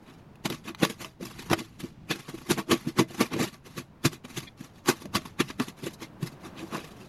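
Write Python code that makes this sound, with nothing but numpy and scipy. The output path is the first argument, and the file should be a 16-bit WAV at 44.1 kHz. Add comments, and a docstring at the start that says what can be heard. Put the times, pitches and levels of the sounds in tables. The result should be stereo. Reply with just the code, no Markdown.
"""Crunches, thuds and hiss: a plastic shovel working through cold snow on a wooden deck.
Each catch of the blade or tread of a boot is a burst of tiny snow fractures that rings the blade
and shakes the boards. The edge clicks on ice, loose snow slides, packed snow squeaks once.
Railings and house walls scatter it all, over a quiet street with distant tyres."""
import sys
import numpy as np
from scipy import signal
from scipy.fft import rfft, irfft
from scipy.io import wavfile
from scipy.ndimage import uniform_filter1d

SR = 44100
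rng = np.random.default_rng(int(sys.argv[2]) if len(sys.argv) > 2 else 0)


def file_out(sig):
    """Save sig as 16-bit WAV at sys.argv[1]."""
    # one column per channel
    cols = np.atleast_2d(sig).T
    # limit, then scale
    lim = np.clip(cols, -1, 1)
    pcm = np.round(lim * 32767).astype(np.int16)
    wavfile.write(sys.argv[1], SR, pcm)


N = 312228
TIME = np.arange(N) / SR
FREQS = np.maximum(np.arange(N // 2 + 1) * SR / N, 1)
TOP_HZ = 15900

# plastic blade modes: freq_hz, width_hz, gain_db
BLADE_MODES = [(643, 14.4, 5.5), (1004, 140, -5), (1129, 85, 10.5), (1740, 270, -8.5), (2043, 36, 0),
               (2570, 630, -0.5), (3470, 170, -7.5), (3884, 210, -9), (4580, 260, -11.5)]
# pushes through loose snow: start_s, end_s, level_db
SHOVES = [(0.02, 0.20, -66.5), (0.524, 0.583, -51.5), (0.642, 0.68, -51.5), (0.789, 0.926, -45),
          (0.998, 1.08, -49.5), (1.212, 1.489, -48), (1.556, 1.657, -50), (1.669, 1.766, -59.5),
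          (1.82, 1.879, -49.5), (2.14, 2.32, -48.5), (2.33, 2.596, -51.5), (2.724, 2.905, -48),
          (3.086, 3.271, -46.5), (3.32, 3.498, -52.5), (3.649, 3.811, -52.5), (4.279, 4.45, -48.5),
          (4.579, 4.67, -52.5), (4.738, 4.799, -61), (4.906, 5.024, -50), (5.199, 5.292, -50.5),
          (5.442, 5.511, -47.5), (5.593, 5.636, -39), (5.774, 5.919, -52), (6.217, 6.336, -58.5),
          (6.408, 6.483, -56.5), (6.599, 6.70, -54.5), (6.711, 6.866, -49.5), (6.865, 7.069, -58.5)]


def undb(db):
    """Decibels to gain."""
    return 10 ** (np.asarray(db) / 20)


def unit(x):
    """Scale to rms 1."""
    return x / np.sqrt(np.mean(x ** 2))


def colour(points):
    """Gain per frequency from rows of freq_hz, gain_db."""
    hz, db = np.transpose(points)
    return undb(np.interp(np.log(FREQS), np.log(hz), db))


def shape(x, gain):
    """Filter by a gain per frequency."""
    return irfft(rfft(x) * gain, N)


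def ring(modes, freqs):
    """Summed response of damped resonances."""
    return sum(undb(db) / (1 + 1j * (freqs ** 2 - hz ** 2) / (freqs * width)) for hz, width, db in modes)


def walk(rate_hz):
    """Random drift, spread a little under 1."""
    knots = rng.standard_normal(int(TIME[-1] * rate_hz) + 2)
    return np.interp(TIME * rate_hz, np.arange(len(knots)), knots)


def distant(spectrum, alike_hz, waver_db):
    """Far-off wavering noise, alike in both ears only in the bass."""
    mid, side = rng.standard_normal((2, N))
    gain = colour(spectrum)
    width = 1 / np.sqrt(1 + (alike_hz / FREQS) ** 2)
    stereo = shape(mid, gain) + np.array([[1], [-1]]) * shape(side, gain * width)
    return unit(stereo) * undb(waver_db * walk(9.8))


def street(level_db=-52.5):
    """Low rumble of the still street."""
    # rumble spectrum: freq_hz, gain_db
    spectrum = [(25, -3.5), (60, -2), (130, 4.5), (200, 1), (330, -10), (550, -33), (1100, -39),
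                (2200, -29), (5000, -38), (14000, -61)]
    return undb(level_db) * distant(spectrum, alike_hz=183, waver_db=-3.0)


def traffic():
    """Distant tyres, swelling near the end."""
    # tyre noise envelope: time_s, level_db
    levels = [(0, -53), (.4, -55), (1.2, -58.5), (4, -57.5), (5.5, -54.5), (6.1, -51), (6.6, -46.5),
              (7.08, -50)]
    # tyre spectrum: freq_hz, gain_db
    spectrum = [(60, -7), (150, 5.5), (350, 0.5), (550, -2.5), (900, -4.5), (1500, -11.5), (3000, -22),
                (8000, -36)]
    level_db = np.interp(TIME, *np.transpose(levels))
    return undb(level_db) * distant(spectrum, alike_hz=330, waver_db=0.8)


def wall_echoes(delay_s, t60_s, low_hz, high_hz):
    """Stereo frequency response of diffuse reflections, dulled by snow cover."""
    decay = undb(-60 * np.minimum(TIME / t60_s, 4))
    tail = rng.standard_normal((2, N)) * (TIME > delay_s) * decay
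    tail /= np.sqrt(np.sum(tail ** 2, axis=1, keepdims=True))
    return rfft(tail) / np.sqrt((1 + (low_hz / FREQS) ** 2) * (1 + (FREQS / high_hz) ** 4))


def railings(x, t60_s=0.026, size=1024):
    """Quick scatter off the slats; new random paths each frame stand for the blade's movement."""
    _, _, frames = signal.stft(x, nperseg=size, nfft=4 * size)
    t, hop = np.arange(size) / SR, size // 2
    paths = rng.standard_normal((2, frames.shape[1], size)) * undb(-60 * t / t60_s)
    paths /= np.sqrt(np.sum(paths ** 2, axis=-1, keepdims=True))
    pieces = irfft(frames.T * rfft(paths, 4 * size)) * hop
    out = np.zeros((2, N + 6 * size))
    for k in range(frames.shape[1]):
        out[:, k * hop:k * hop + 4 * size] += pieces[:, k]
    return out[:, hop:hop + N]


def yard(x, walls_db=-21):
    """Mono to stereo: direct path, railing scatter, then the house walls."""
    # power share arriving via the railings: freq_hz, share_db
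    scatter = [(100, -15), (330, -6), (600, -0.5), (1200, -9.5), (2500, -3), (5000, 0), (8000, -7),
               (14000, -5)]
    # direct path, reaching the left ear slightly after the right: freq_hz, phase_rad
    left_phase = [(350, 0), (900, -0.93), (1500, -1.54), (2800, 0.48), (5000, -1), (6300, -1.2),
                  (7900, -2.5), (9000, -4.5), (10500, -5.5), (12500, -20.5), (14000, -8)]
    # fence side against open side: freq_hz, left_minus_right_db
    balance = [(60, -3), (110, -1.5), (200, -3.5), (380, -3), (700, 0.5), (1200, -4), (2300, 1.5),
               (4400, 4.5), (8100, 0), (15000, -0.5)]
    scattered = np.minimum(colour(scatter), .95)
    phase_rad = np.interp(FREQS, *np.transpose(left_phase)) * np.array([[1], [0]])
    direct = np.sqrt(1 - scattered ** 2) * np.exp(1j * phase_rad)
    walls = undb(walls_db) * wall_echoes(delay_s=0.009, t60_s=0.12, low_hz=150, high_hz=7000)
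    heard = shape(x, direct + walls) + shape(railings(x), scattered)
    return shape(heard, colour(balance) ** np.array([[.5], [-.5]]))


def fractures(per_s, spread_db, slip_hz, slip_db):
    """Dense clicks of breaking crystals, a few large, bunched by stick and slip."""
    size = undb(spread_db * np.minimum(rng.exponential(size=N), 4))
    clicks = (rng.random(N) < per_s / SR) * size * rng.choice([-1, 1], N)
    clicks *= undb(slip_db * walk(slip_hz))
    return clicks / np.sqrt(uniform_filter1d(clicks ** 2, size=800) + 1e-6)


def snow_band(low_hz, high_hz):
    """One band of the snow's spectrum as the blade radiates it, at unit power."""
    # breaking snow: freq_hz, gain_db
    spectrum = [(200, -25), (480, -3.5), (800, 1.5), (1100, -4.5), (1450, 0.5), (2000, -2), (2700, -4),
                (4000, -1), (5500, -3), (7500, -4), (9000, -7), (13000, -8), (14500, -27), (16000, -28)]
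    gain = colour(spectrum) * (1 + ring(BLADE_MODES, FREQS))
    gain /= np.sqrt((1 + (low_hz / FREQS) ** 8) * (1 + (FREQS / high_hz) ** 8))
    return gain / np.sqrt(np.mean(abs(gain) ** 2))


def squeak(peak_s=4.48, width_s=0.01, level_db=-42):
    """Packed snow slips and chirps in a few narrow bands."""
    # slip resonances, applied twice: freq_hz, width_hz, gain_db
    modes = [(2080, 280, -1), (2330, 240, -5), (3400, 320, 0), (4120, 360, -9)]
    rub = unit(shape(rng.standard_normal(N), ring(modes, FREQS) ** 2))
    return rub * undb(level_db) * np.exp(-((TIME - peak_s) / width_s) ** 2)


def slide(gain_db=-4, trickle_db=-80, attack_s=0.008, release_s=0.035):
    """Loose snow hisses over the blade during shoves and trickles in between."""
    flow = undb(trickle_db)
    for start_s, end_s, db in SHOVES:
        outside = np.maximum((start_s - TIME) / attack_s, (TIME - end_s) / release_s)
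        flow = np.maximum(flow, undb(db + gain_db) * np.exp(-np.clip(outside, 0, 20)))
    grains = fractures(per_s=7000, spread_db=3.8, slip_hz=70, slip_db=3)
    return shape(grains * flow, snow_band(1030, 14600))


def ticks(decay_s=0.0018):
    """The edge clicks on ice and board and leaves the blade ringing."""
    # edge contacts: start_s, level_db, ring_over_click_db
    hits = [(.356, -47, 3), (.457, -20, 3), (.501, -24, 5), (.748, -40, 17), (.850, -15, 1),
            (1.046, -41, 22), (1.500, -28, 6), (1.532, -21, 7), (1.589, -30, 6), (2.503, -25, 4),
            (2.711, -21, 8), (3.207, -21, 7), (3.336, -28, 6), (3.778, -34, 5), (4.053, -21, 6),
            (4.404, -33, 0), (4.859, -31, 7), (4.882, -23, 5), (5.056, -38, 9), (5.502, -34, 7),
            (5.599, -21, 4), (6.274, -36, 0), (6.449, -39, 6)]
    crack, push = np.zeros((2, N))
    t = np.arange(SR // 20) / SR
    for start_s, db, ring_db in hits:
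        hit = rng.standard_normal(len(t)) * np.exp(-t / decay_s) * undb(db)
        near = slice(int(start_s * SR), int(start_s * SR) + len(t))
        crack[near] += hit
        push[near] += hit * undb(ring_db)
    return shape(crack, snow_band(700, TOP_HZ)) + shape(push, ring(BLADE_MODES, FREQS))


def jolts(swell_s=0.0072):
    """The deck bounces on its joists; snow damps it within a few cycles."""
    # heavy blows: start_s, peak_db, pitch_hz
    blows = [(0.829, -22, 169), (1.524, -28, 98), (2.511, -22.5, 148.8), (4.055, -19.5, 151),
             (5.153, -46, 119), (6.226, -25, 163)]
    out, t = np.zeros(N), np.arange(SR // 10) / SR
    envelope = t / swell_s * np.exp(1 - t / swell_s)
    for start_s, db, hz in blows:
        start = int(start_s * SR)
        out[start:start + len(t)] += undb(db) * envelope * np.sin(2 * np.pi * hz * t)
    return out


def pressure(t, rise_s, fall_s, round_s=0.0018, reach_s=0.12):
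    """Load builds to a rounded peak at t = 0, then lets go."""
    away_s = np.hypot(t, round_s) - round_s
    return np.exp(-away_s / np.where(t < 0, rise_s, fall_s) - (t / reach_s) ** 4)


def burst(peak_s, length_s, crunch_db, treble_db, thud_db, pitch_hz, rise_share=0.4):
    """One giving-way of snow, its length split into loading and release."""
    rise_s = length_s * rise_share
    return peak_s, rise_s, length_s - rise_s, crunch_db, treble_db, thud_db, pitch_hz


def knocks(length_s=0.013):
    """Boot or blade knocks dully on the boards, squashing a little snow."""
    # dull contacts: peak_s, thud_db
    hits = [(0.029, -45.5), (1.213, -34), (1.23, -31), (1.84, -27), (2.345, -29.5), (2.875, -21),
            (3.014, -19), (3.109, -36.5), (3.366, -26), (4.610, -33.5), (5.058, -32), (6.632, -29.5)]
    return [burst(peak_s, length_s, crunch_db=db - 20.5, treble_db=-1, thud_db=db, pitch_hz=268)
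            for peak_s, db in hits]


def snags(per_s=25, length_s=0.021, over_shove_db=3, spread_db=4.7):
    """Small catches at uneven steps along every shove."""
    bursts = []
    for start_s, end_s, shove_db in SHOVES:
        count = max(round((end_s - start_s) * per_s), 1)
        places, sizes = rng.random(size=16), rng.standard_normal(size=16)
        for k in range(count):
            db = shove_db + over_shove_db + spread_db * sizes[k]
            peak_s = start_s + (end_s - start_s) * (k + (.5 + places[k]) / 2) / count
            bursts.append(burst(peak_s, length_s, db, treble_db=-1, thud_db=db + 2, pitch_hz=230))
    return bursts


def catches():
    """The blade catches and the snow gives way."""
    # blade catches: peak_s, length_s, crunch_db, treble_over_crunch_db, thud_db, thud_pitch_hz
    hits = [(0.091, 0.048, -50, -10, -49, 210), (0.459, 0.014, -27.5, -1.5, -23.5, 250),
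            (0.506, 0.024, -38.5, -4, -29, 266), (0.525, 0.013, -33.5, -5, -30.5, 230),
            (0.685, 0.023, -34.5, -7, -31, 274), (0.834, .023, -22, -5.5, -15.5, 320),
            (0.901, 0.017, -37, 1, -32.5, 262), (1.017, 0.033, -39, 0.5, -41, 275),
            (1.255, 0.0054, -39, 4.5, -39, 219), (1.424, 0.012, -42, -1, -39, 216.5),
            (1.516, 0.021, -25.5, -5.5, -19.5, 227), (1.533, 0.0078, -16, -8.5, -17.5, 330),
            (1.593, .027, -37, -1, -30.5, 280), (1.805, 0.016, -40, 1, -40, 230),
            (2.113, 0.023, -27.5, -4, -23.5, 305), (2.29, 0.015, -40, -3, -33.5, 250),
            (2.51, 0.021, -22, 0, -18.5, 243), (2.588, 0.023, -28, -4.5, -24.5, 269),
            (2.719, 0.026, -20, -4.5, -16, 266.4), (2.994, 0.021, -19.5, -4.5, -15, 248),
            (3.213, 0.023, -21, -3.5, -16, 286), (3.335, 0.032, -32, -9, -27, 262),
            (3.404, 0.036, -29, -2.5, -19.5, 295), (3.435, 0.026, -29, 0, -26.5, 250),
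            (3.538, 0.033, -48, -1.5, -46.5, 179), (3.783, 0.027, -36, -1.5, -31, 230),
            (4.057, 0.016, -20, -0.5, -17, 223), (4.132, 0.031, -43, 0.5, -40, 254),
            (4.251, 0.011, -40, -5, -35.5, 240), (4.377, 0.019, -31.5, 0.5, -31, 177.5),
            (4.891, 0.023, -18, -2, -18, 263), (5.021, .02, -47, 1.5, -39, 230),
            (5.158, 0.018, -20.5, -3.5, -21, 224.4), (5.257, 0.0078, -37, -4.5, -35.5, 220),
            (5.405, 0.016, -20.5, -7, -19, 219), (5.505, 0.0083, -33.5, -12, -35.5, 210.3),
            (5.604, 0.014, -28.5, -18, -20.5, 224), (5.685, 0.022, -40.5, -0.5, -36, 195.3),
            (5.843, 0.025, -43, 2, -32, 256.5), (5.869, 0.016, -33, -2.5, -27, 259),
            (5.938, 0.012, -53.5, 12, -44.5, 220), (6.025, 0.032, -39, -2.5, -35, 295),
            (6.230, 0.024, -42, 1, -28.5, 201.5), (6.270, 0.018, -42, 4, -43.5, 240),
            (6.451, 0.043, -44.5, -6.5, -39.5, 225), (6.594, 0.053, -41.5, -8, -38, 290.6),
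            (6.750, 0.047, -32.5, -8, -29.5, 315), (7.012, 0.065, -54, -1, -46.5, 226)]
    return [burst(*hit) for hit in hits]


def thuds(bursts, gain_db=-1.0, focus_db=20.0, knock_gain=0.86, size=16384):
    """Each burst shakes the boards; where the load bears favours modes near one pitch."""
    # bending modes of boards and scoop: freq_hz, width_hz, gain_db
    deck_modes = [(79, 29, -22), (134.2, 11.4, 6), (158.2, 25, 1), (203.6, 47, -0.5), (248.3, 50, -0.5),
                  (327.2, 29, 4), (344, 16.6, -4), (445.6, 17.6, 5.5), (653, 420, 26.5)]
    out = np.zeros(N + 2 * size)
    t = (np.arange(size) - size // 2) / SR
    freqs = np.maximum(np.arange(size // 2 + 1) * SR / size, 1)
    passband = 1 / (1 + (70 / freqs) ** 4) / (1 + (freqs / 580) ** 6)
    impulse = unit(signal.unit_impulse(size, size // 2 - 90))  # 2 ms before the peak
    for peak_s, rise_s, fall_s, _, _, thud_db, pitch_hz in bursts:
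        modes = [(hz, width, db - focus_db * np.log2(hz / pitch_hz) ** 2) for hz, width, db in deck_modes]
        push = unit(rng.standard_normal(size) * pressure(t + 0.0009, rise_s, fall_s))
        blow = impulse * knock_gain * np.exp(-rise_s / .02)  # slow loads hardly knock
        thud = irfft(rfft(push + blow) * ring(modes, freqs) * passband)
        load_rms = np.sqrt(np.mean(pressure(t, rise_s, fall_s) ** 2))
        start = int(peak_s * SR) + size // 2
        out[start:start + size] += unit(thud) * load_rms * undb(thud_db + gain_db)
    return out[size:size + N]


def crunches(bursts, body_db=-0.55, crisp_db=-2.0, clod_db=2.5, split_hz=1600):
    """Each burst breaks crystals: a coarse crunch and a crisp top."""
    coarse_power, fine_power = np.zeros((2, N))
    for peak_s, rise_s, fall_s, crunch_db, treble_db, _, _ in bursts:
        near = slice(max(int((peak_s - .12) * SR), 0), int((peak_s + .16) * SR))
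        power = (undb(crunch_db) * pressure(TIME[near] - peak_s, rise_s, fall_s)) ** 2
        coarse_power[near] += power
        fine_power[near] += power * undb(treble_db) ** 2
    grains = fractures(per_s=13000, spread_db=3.0, slip_hz=320, slip_db=1.5)
    coarse = grains * np.sqrt(coarse_power)
    clods = undb(clod_db * walk(25))  # changing clod size tilts the crunch low or high
    band = snow_band(540, 3450)
    low = 1 / (1 + (FREQS / split_hz) ** 4)
    body = shape(coarse * clods, band * low) + shape(coarse / clods, band * (1 - low))
    top = shape(grains * np.sqrt(fine_power), snow_band(4900, TOP_HZ))
    return undb(body_db) * body + undb(crisp_db) * top


def scene():
    """The shovel in its yard, over the street."""
    bursts = catches() + knocks() + snags()
    shovel = crunches(bursts) + ticks() + thuds(bursts) + jolts() + slide() + squeak()
    return yard(shovel) + street() + traffic()


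def record(dry):
    """Steep low-pass at TOP_HZ."""
    return signal.sosfilt(signal.ellip(8, .2, 70, TOP_HZ, fs=SR, output="sos"), dry)


dry = scene()
out = record(dry)
file_out(out)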